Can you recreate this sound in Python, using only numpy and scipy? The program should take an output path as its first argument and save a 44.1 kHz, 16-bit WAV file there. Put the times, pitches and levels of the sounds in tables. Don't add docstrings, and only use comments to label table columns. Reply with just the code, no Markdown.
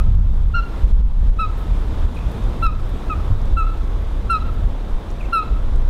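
import sys
import numpy as np
from scipy import signal
from scipy.fft import rfft, irfft
from scipy.io import wavfile
from scipy.ndimage import uniform_filter1d

SR = 44100
rng = np.random.default_rng(int(sys.argv[2]) if len(sys.argv) > 2 else 0)


def voltage_ratio(level):
    return 10 ** (np.asarray(level, float) / 20)


def to_wav(sig):
    pcm = np.clip(np.atleast_2d(sig), -1, 1) * 32767
    pcm = np.round(pcm).astype(np.int16)
    wavfile.write(sys.argv[1], SR, pcm.T)


N = 259749


def evened(x):
    return x / np.sqrt(np.mean(x ** 2) + 1e-20)


def read(points, hz):
    f, value = np.transpose(points)
    return np.interp(np.log(hz + 1), np.log(f + 1), value)


def add(mix, s, sound):
    at = round(s * SR)
    part = mix[max(at, 0):][:len(sound) + min(at, 0)]
    part += sound[max(-at, 0):][:len(part)]


def coot():
    # [start/s, hold/s, release/s, fundamental level/dB, top pitch f/Hz]
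    notes_sung = [
        (-.06, 0.051, 0.03, -27, 1317),
        (.537, 0.05, 0.03, -20, 1432),
        (1.385, 0.046, 0.039, -16, 1334),
        (2.62, 0.05, 0.044, -19, 1365),
        (3.093, 0.034, .02, -23, 1278),
        (3.564, 0.035, 0.051, -17.5, 1357),
        (4.293, 0.051, 0.044, -16.5, 1377),
        (5.323, 0.044, 0.069, -16, 1376),
    ]
    # [flat by f/Hz, break after t/s, break takes t/s, sag/(Hz/s)]
    slurs = [(40, 0.0169, 0.0034, 2060), (75, .017, 0.0013, 2260), (73.6, 0.015, 0.0042, 2140),
             (64.3, 0.017, 0.0028, 2970), (5, 0.0174, 0.0039, 2800), (35, 0.0188, 0.0021, 2370),
             (45, .011, .005, 2600), (50, 0.0065, .005, 2200)]
    # [2nd, 3rd, 4th partial level/dB]
    poses = [(-16, -32, -45), (-14.5, -24, -39.5), (-14.5, -21.5, -39), (-14.5, -21, -37.5),
             (-13, -32, -55), (-15.5, -27.5, -50), (-16, -23, -41.5), (-15, -21.5, -43)]
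    # [upper partials level/dB, resonance f/Hz, width f/Hz, leak of other partials level/dB]
    beaks = [(-66, 7000, 900, -15), (-64.5, 7000, 900, -9), (-51, 8900, 2100, -14.5), (-51, 11000, 1500, 2),
             (-73, 7000, 2000, -10), (-51.5, 8300, 1000, -10), (-46, 9700, 2000, -15),
             (-46, 11700, 1600, -21)]
    # [scattered echo level/dB, slap delay t/s, slap level/dB]
    returns = [(-23.5, 0.038, -30), (-23.5, 0.07, -18.5), (-25.5, 0.075, -20), (-20.5, 0.033, -17),
               (-21, .07, -25), (-18.5, 0.036, -24), (-19.5, .045, -36), (-22, 0.073, -18.5)]
    out = np.zeros(N)
    for row in zip(notes_sung, slurs, poses, beaks, returns):
        add(out, row[0][0], note(*row))
    return out


def note(row, bend, pose, mouth, shore):
    hold_s, release_s, db, top_hz = row[1:]
    second_db, third_db, fourth_db = pose
    t = np.arange(0, hold_s + release_s, 1 / SR)
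    first = voltage_ratio(db + breath(t, hold_s, release_s))
    effort = first / first.max()
    hz = slur(t, top_hz, *bend)
    wobble = evened(uniform_filter1d(uniform_filter1d(rng.standard_normal(SR // 5), 200), 200))[:len(t)]
    phase = 2 * np.pi * np.cumsum(hz * (1 + 0.0035 * wobble)) / SR

    second = voltage_ratio(second_db) * effort ** 0.49 * np.cos(2 * phase + 1.9)
    third = voltage_ratio(third_db) * effort ** 1.1 * np.cos(3 * phase)
    low = np.cos(phase) + second + third

    fourth = voltage_ratio(fourth_db) * first * effort
    share = np.vstack([fourth, upper_partials(t, hz, effort, *mouth)])
    noise = rng.standard_normal((len(share), SR // 5))
    flicker = voltage_ratio(3.9 * evened(uniform_filter1d(noise, 170, axis=1)))[:, :len(t)]
    order = np.arange(4, 13)[:, None]
    shine = (share * flicker * np.cos(order * phase)).sum(0)

    dry = np.sqrt(2) * (first * low + shine) * signal.windows.tukey(len(t), .04)
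    wet = shore_return(dry, *shore)
    add(wet, 0, dry)
    return wet


def breath(t, hold_s, release_s):
    attack_s, attack_db, swell_db, release_db = 0.0094, -24.5, -0.4, -18
    rise = attack_db * np.clip(1 - t / attack_s, 0, 1) ** 1.34
    swell = swell_db * np.clip(t / hold_s * 2 - 1, -1, 0)
    return rise + swell + release_db * np.clip((t - hold_s) / release_s, 0, 1) ** 1.9


def slur(t, top_hz, flat_hz, break_s, takes_s, sag_hz_per_s):
    level_off_s = 0.091
    fall = sag_hz_per_s * level_off_s * (1 - np.exp(-(t - break_s - takes_s) / level_off_s))
    return top_hz - fall - flat_hz * .5 * (1 - np.tanh((t - break_s) / takes_s))


def upper_partials(t, hz, effort, upper_db, beak_hz, width_hz, leak_db):
    peak_s, rise_db, fade_db_per_s = .016, -13, 295
    closing_s, leak_db_per_partial = 0.054, -1.5
    order = np.arange(5, 13)[:, None]
    upper = voltage_ratio(upper_db + np.minimum(rise_db * (1 - t / peak_s), fade_db_per_s * (peak_s - t)))
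    closing = 1 - 0.26 * np.minimum(t / closing_s, 1) ** 1.7
    beak = voltage_ratio(-6 * ((order * hz - beak_hz * closing) / width_hz) ** 2)
    beak += voltage_ratio(leak_db + leak_db_per_partial * (order - 8))
    beak *= 1 - 0.42 * np.exp(-((order * hz - 6700) / 700) ** 2)
    return voltage_ratio(-0.5) * upper * effort * beak / np.sqrt((beak ** 2).sum(0))


def shore_return(dry, echo_db, delay_s, slap_db):
    shimmer, shimmer_s = 0.38, 0.0081
    taps = voltage_ratio(echo_db) * echoes()
    taps[round(delay_s * SR):][:3] += voltage_ratio(slap_db) / 3
    wet = signal.fftconvolve(dry, taps)
    window = np.hanning(round(2 * shimmer_s * SR))
    ripple = evened(signal.fftconvolve(rng.standard_normal(SR), window, "same"))[:len(wet)]
    return wet * (np.sqrt(1 - shimmer ** 2) + shimmer * ripple)


def echoes():
    # [f/Hz, t60/s]
    banks = [(500, 0.81), (1300, 0.7), (3000, 0.55), (6000, 0.33), (12000, 0.15)]
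    # [f/Hz, level/dB]
    bank_colour = [(1300, -5.5), (2600, -3), (4000, 5.5), (5500, 8.5), (8500, 7), (12000, -1)]
    taps = np.zeros(SR // 2)
    at = np.arange(200, len(taps) - 40, 40)
    taps[at + rng.integers(0, 40, len(at))] = rng.standard_normal(len(at))
    hz, t, z = signal.stft(taps, SR, nperseg=256)
    clumps = voltage_ratio(1.2 * evened(uniform_filter1d(rng.standard_normal(len(t)), size=5)))
    swell = (1 - np.exp(-(t / 0.018) ** 2)) * clumps
    decay_db = read(bank_colour, hz)[:, None] - 60 * t / read(banks, hz)[:, None]
    tail = signal.istft(z * swell * voltage_ratio(decay_db), SR, nperseg=256)[1]
    return voltage_ratio(7.5) * tail / np.linalg.norm(tail)


def wind():
    # [f/Hz, level/(dB/Hz)]
    thump = [(7.1, -32), (12, -5), (33, 2.5), (50, -7.5), (65, -32.5), (110, -120)]
    flutter = [(29, -31), (50, -0.5), (110, -14.5), (140, -70), (240, -120)]
    roar = [(65, -29), (110, -5.5), (167, -11), (220, -14.5), (290, -31.5), (480, -120)]
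    # [level/dB, share of wind curve/1, steadiness/1]
    layers = [(0.5, 1, 0.43), (-6, 0.93, 0.63), (-23, 0.65, 0.21)]
    # [t/s, level/dB]
    strength = [(0.0, -11), (0.15, -13.5), (0.55, -15), (0.72, -28), (0.9, -12.5), (1.3, -16), (1.6, -22.5),
                (2.0, -17), (2.35, -14), (2.7, -19), (3.0, -22.5), (3.35, -19.5), (3.7, -21), (4.2, -21.5),
                (4.65, -17), (5.05, -27.5), (5.45, -23.5), (5.89, -16.5)]
    # [t/s, gain/dB, half length/s, quickness/1 (0 thump, 1 flutter, 2 roar)]
    eddies = [(0.1, 6.5, 0.12, 1.72), (0.52, -10.5, 0.023, 0.18), (0.839, 9, 0.014, 1.1),
              (0.88, -9, 0.013, 0.54), (1.122, -17, 0.042, 1.2), (1.34, -11, 0.017, 1.5),
              (1.54, -3, 0.035, 0.41), (1.72, 5, 0.069, 2.1), (1.72, 6, 0.031, 0.12),
              (1.96, -8, 0.025, 0.5), (2.12, -6, 0.033, 2.4), (2.16, -13, 0.091, 0.39),
              (2.22, -7, 0.025, 1.1), (2.32, -26, 0.047, 0.24), (2.4, -17, 0.033, 0.16),
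              (2.58, -7.7, 0.071, 0.086), (2.72, -4, 0.021, 0.0), (3.02, -12, 0.04, 0.58),
              (3.16, 8, 0.063, 1.5), (3.32, 13, 0.021, 0.86), (3.58, 10, 0.18, 0.57),
              (3.66, -9.5, 0.11, 1.2), (4.38, -8, 0.036, 0.0), (4.64, 6, 0.032, 0.65),
              (4.78, -14, 0.069, 1.13), (4.962, 9.5, 0.021, 0.0), (5.26, 5.5, 0.16, 0.086),
              (5.4, -17, 0.037, 0.64), (5.52, 10.5, 0.025, 0.52), (5.76, 8.1, 0.071, 0.31)]
    spread = 0.77
    t, out = np.arange(0, N + 64, 64) / SR, 0
    s, gain_db, length_s, quickness = np.transpose(eddies)[:, :, None]
    bumps_db = gain_db * np.exp(-((t - s) / length_s) ** 2)
    for k, (points, (db, share, steady)) in enumerate(zip((thump, flutter, roar), layers)):
        eddy_db = (bumps_db * np.exp(-((k - quickness) / spread) ** 2)).sum(0)
        level_db = db + share * np.interp(t, *np.transpose(strength)) + eddy_db
        z = coloured(points)
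        steadied = evened(z.real / (abs(z) + 0.5) ** steady)
        out = out + voltage_ratio(np.interp(np.arange(N) / SR, t, level_db)) * steadied
    return out


def coloured(points):
    hz = np.fft.rfftfreq(N, 1 / SR)
    a, b = rng.standard_normal((2, len(hz)))
    z = np.fft.ifft((a + 1j * b) * voltage_ratio(read(points, hz)), N)
    return z / np.sqrt(np.mean(abs(z) ** 2) / 2)


def slams():
    # [t/s, peak level/dB, swing f/Hz]
    hits = [(0.844, -5, 40), (0.929, -3, 30.6), (1.025, -9, 35), (1.297, -7, 27.8), (1.721, -8, 45),
            (2.051, -8.5, 45), (2.268, -10.5, 45), (2.665, -9.5, 28.3), (3.327, -7.5, 50),
            (3.535, -10.5, 35), (4.665, -7.5, 38.6), (4.945, -11, 20.7), (5.774, -10.5, 55),
            (5.877, -12, 29.7)]
    half_length_cycles, displaced = 0.34, 0.45
    pulses, cover, t = np.zeros(N), np.zeros(N), np.arange(-SR // 10, SR // 10) / SR
    for s, db, hz in hits:
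        bell = np.exp(-(t * hz / half_length_cycles) ** 2)
        add(pulses, s + t[0], -voltage_ratio(db + 3) * bell * np.sin(2 * np.pi * hz * t))
        add(cover, s + t[0], bell)
    return pulses, 1 - displaced * np.minimum(cover, 1)


def ducking():
    # [t/s, cut/dB (negative: a brief lift)]
    clamps = [(0.019, 2.5), (0.049, 0.5), (0.102, 1.5), (0.159, 2.5), (.335, -3), (.44, 3), (0.847, 4.5),
              (0.919, 7), (1.015, 8.5), (1.12, 3.5), (1.3, 6.5), (1.42, 0.5), (2.056, 3), (2.669, 7),
              (3.34, 2.5), (3.54, 4.5), (4.661, 1), (5.76, 1.5)]
    recovery_s = 0.15
    at = np.arange(0, N + 32, 32)
    peak_s, depth_db = np.transpose(clamps)[:, :, None]
    since = at / SR - peak_s
    cut_db = depth_db * (since > 0) * np.exp(-abs(since) / recovery_s)
    return voltage_ratio(-np.interp(np.arange(N), at, cut_db.sum(0)))


def far_bird():
    # [t/s, length/s, start f/Hz, end f/Hz, level/dB]
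    chirps = [
        (2.161, 0.0206, 2620, 2390, -41),
        (2.184, .011, 2360, 2650, -42),
        (2.191, 0.0099, 2700, 2400, -53),
        (2.203, 0.013, 2740, 2350, -48),
        (5.198, 0.027, 2860, 2180, -45.5),
        (5.226, 0.0089, 2210, 2540, -43),
        (5.231, 0.021, 2360, 2100, -49),
        (5.243, 0.022, 2560, 2700, -49),
    ]
    out = np.zeros(N)
    for s, length_s, from_hz, to_hz, db in chirps:
        hz = np.linspace(from_hz, to_hz, round(length_s * SR))
        hoarse = 1 + 0.53 * evened(uniform_filter1d(rng.standard_normal(len(hz)), 60))
        tone = np.sin(2 * np.pi * np.cumsum(hz) / SR)
        add(out, s, voltage_ratio(db) * 2 * hoarse * tone * np.hanning(len(hz)))
    return out + voltage_ratio(-15) * signal.fftconvolve(out, echoes())[:N]


def ticks():
    # [t/s, level/dB, centre f/Hz, width f/Hz, length/s]
    puffs = [(2.055, -50, 7000, 10000, 0.0022), (2.144, -58, 9000, 4000, 0.016),
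             (2.315, -50, 11000, 9000, 0.0052), (2.322, -64.5, 13500, 4000, 0.017),
             (2.658, -55.5, 8900, 9000, .002), (2.666, -46, 6500, 6000, .003),
             (2.437, -49, 6000, 5000, 0.0043), (2.856, -65, 13000, 4000, .01),
             (2.886, -57, 11000, 8000, .02), (1.567, -58.5, 12900, 5000, 0.068),
             (3.455, -50.5, 7000, 6000, .004), (3.415, -49, 5960, 4000, 0.0042),
             (4.5, -61, 13500, 4000, 0.012), (4.535, -62.5, 12500, 2500, .015),
             (5.103, -44, 5900, 1200, 0.0035), (5.113, -49, 9900, 8000, .003),
             (5.761, -46, 5000, 9000, 0.0016)]
    out, t, hz = np.zeros(N), np.arange(4096) / SR, np.fft.rfftfreq(4096, 1 / SR)
    for s, db, centre_hz, width_hz, length_s in puffs:
        colour = voltage_ratio(-12 * ((hz - centre_hz) / width_hz) ** 2)
        band = evened(irfft(rfft(rng.standard_normal(4096)) * colour))
        onset = np.minimum(t / (0.13 * length_s), 1)
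        add(out, s, voltage_ratio(db) * band * np.exp(-(t / length_s) ** 2) * onset)
    return out


def lake():
    # [f/Hz, level/(dB/Hz)]
    wash_colour = [(120, -16.5), (220, 4), (320, -7.5), (450, -5), (650, -10.5), (1050, -11), (1900, -22.5),
                   (2800, -26), (3600, -23.5), (4300, -31), (5200, -34), (7000, -37.5), (12000, -43.5),
                   (16000, -48)]
    # [t/s, level/dB]
    drift = [(0, -2), (.4, -7.5), (.8, 0), (1.2, -.5), (2.4, 1), (3.6, -0.85), (4.1, -2), (5.89, -2)]
    tilt_db, tilt_db_per_s = 0.09, -0.0958
    frames, hz = N // 128 + 5, np.fft.rfftfreq(512, 1 / SR)[:, None]
    a, b, patches = rng.standard_normal((frames, 257, 3)).T
    patches = evened(uniform_filter1d(uniform_filter1d(patches, 8, 0), 25, 1))
    flicker = evened(uniform_filter1d(rng.standard_normal(frames), 6))
    t = np.arange(frames) * 128 / SR
    dulling_db = (tilt_db + tilt_db_per_s * t) * np.log2((hz + 100) / 2000)
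    drift_db = np.interp(t, *np.transpose(drift)) + dulling_db
    z = (a + 1j * b) * voltage_ratio(read(wash_colour, hz) + drift_db + 0.73 * patches + 0.51 * flicker)
    return voltage_ratio(-35) * evened(signal.istft(z, nperseg=512, noverlap=384)[1][:N])


def scene():
    pulses, left = slams()
    buffeting = wind() * left + pulses
    ducked = ducking() * (coot() + far_bird() + lake())
    return (buffeting + ducked + ticks())[None]


def roll_off(x):
    return signal.sosfilt(signal.butter(12, 15760, fs=SR, output="sos"), x)


def record(dry):
    rounded = .8 * np.tanh(dry / .8)
    limited = signal.oaconvolve(rounded, signal.firwin(255, 15900, fs=SR)[None], "same")
    return roll_off(limited)


dry = scene()
out = record(dry)
to_wav(out)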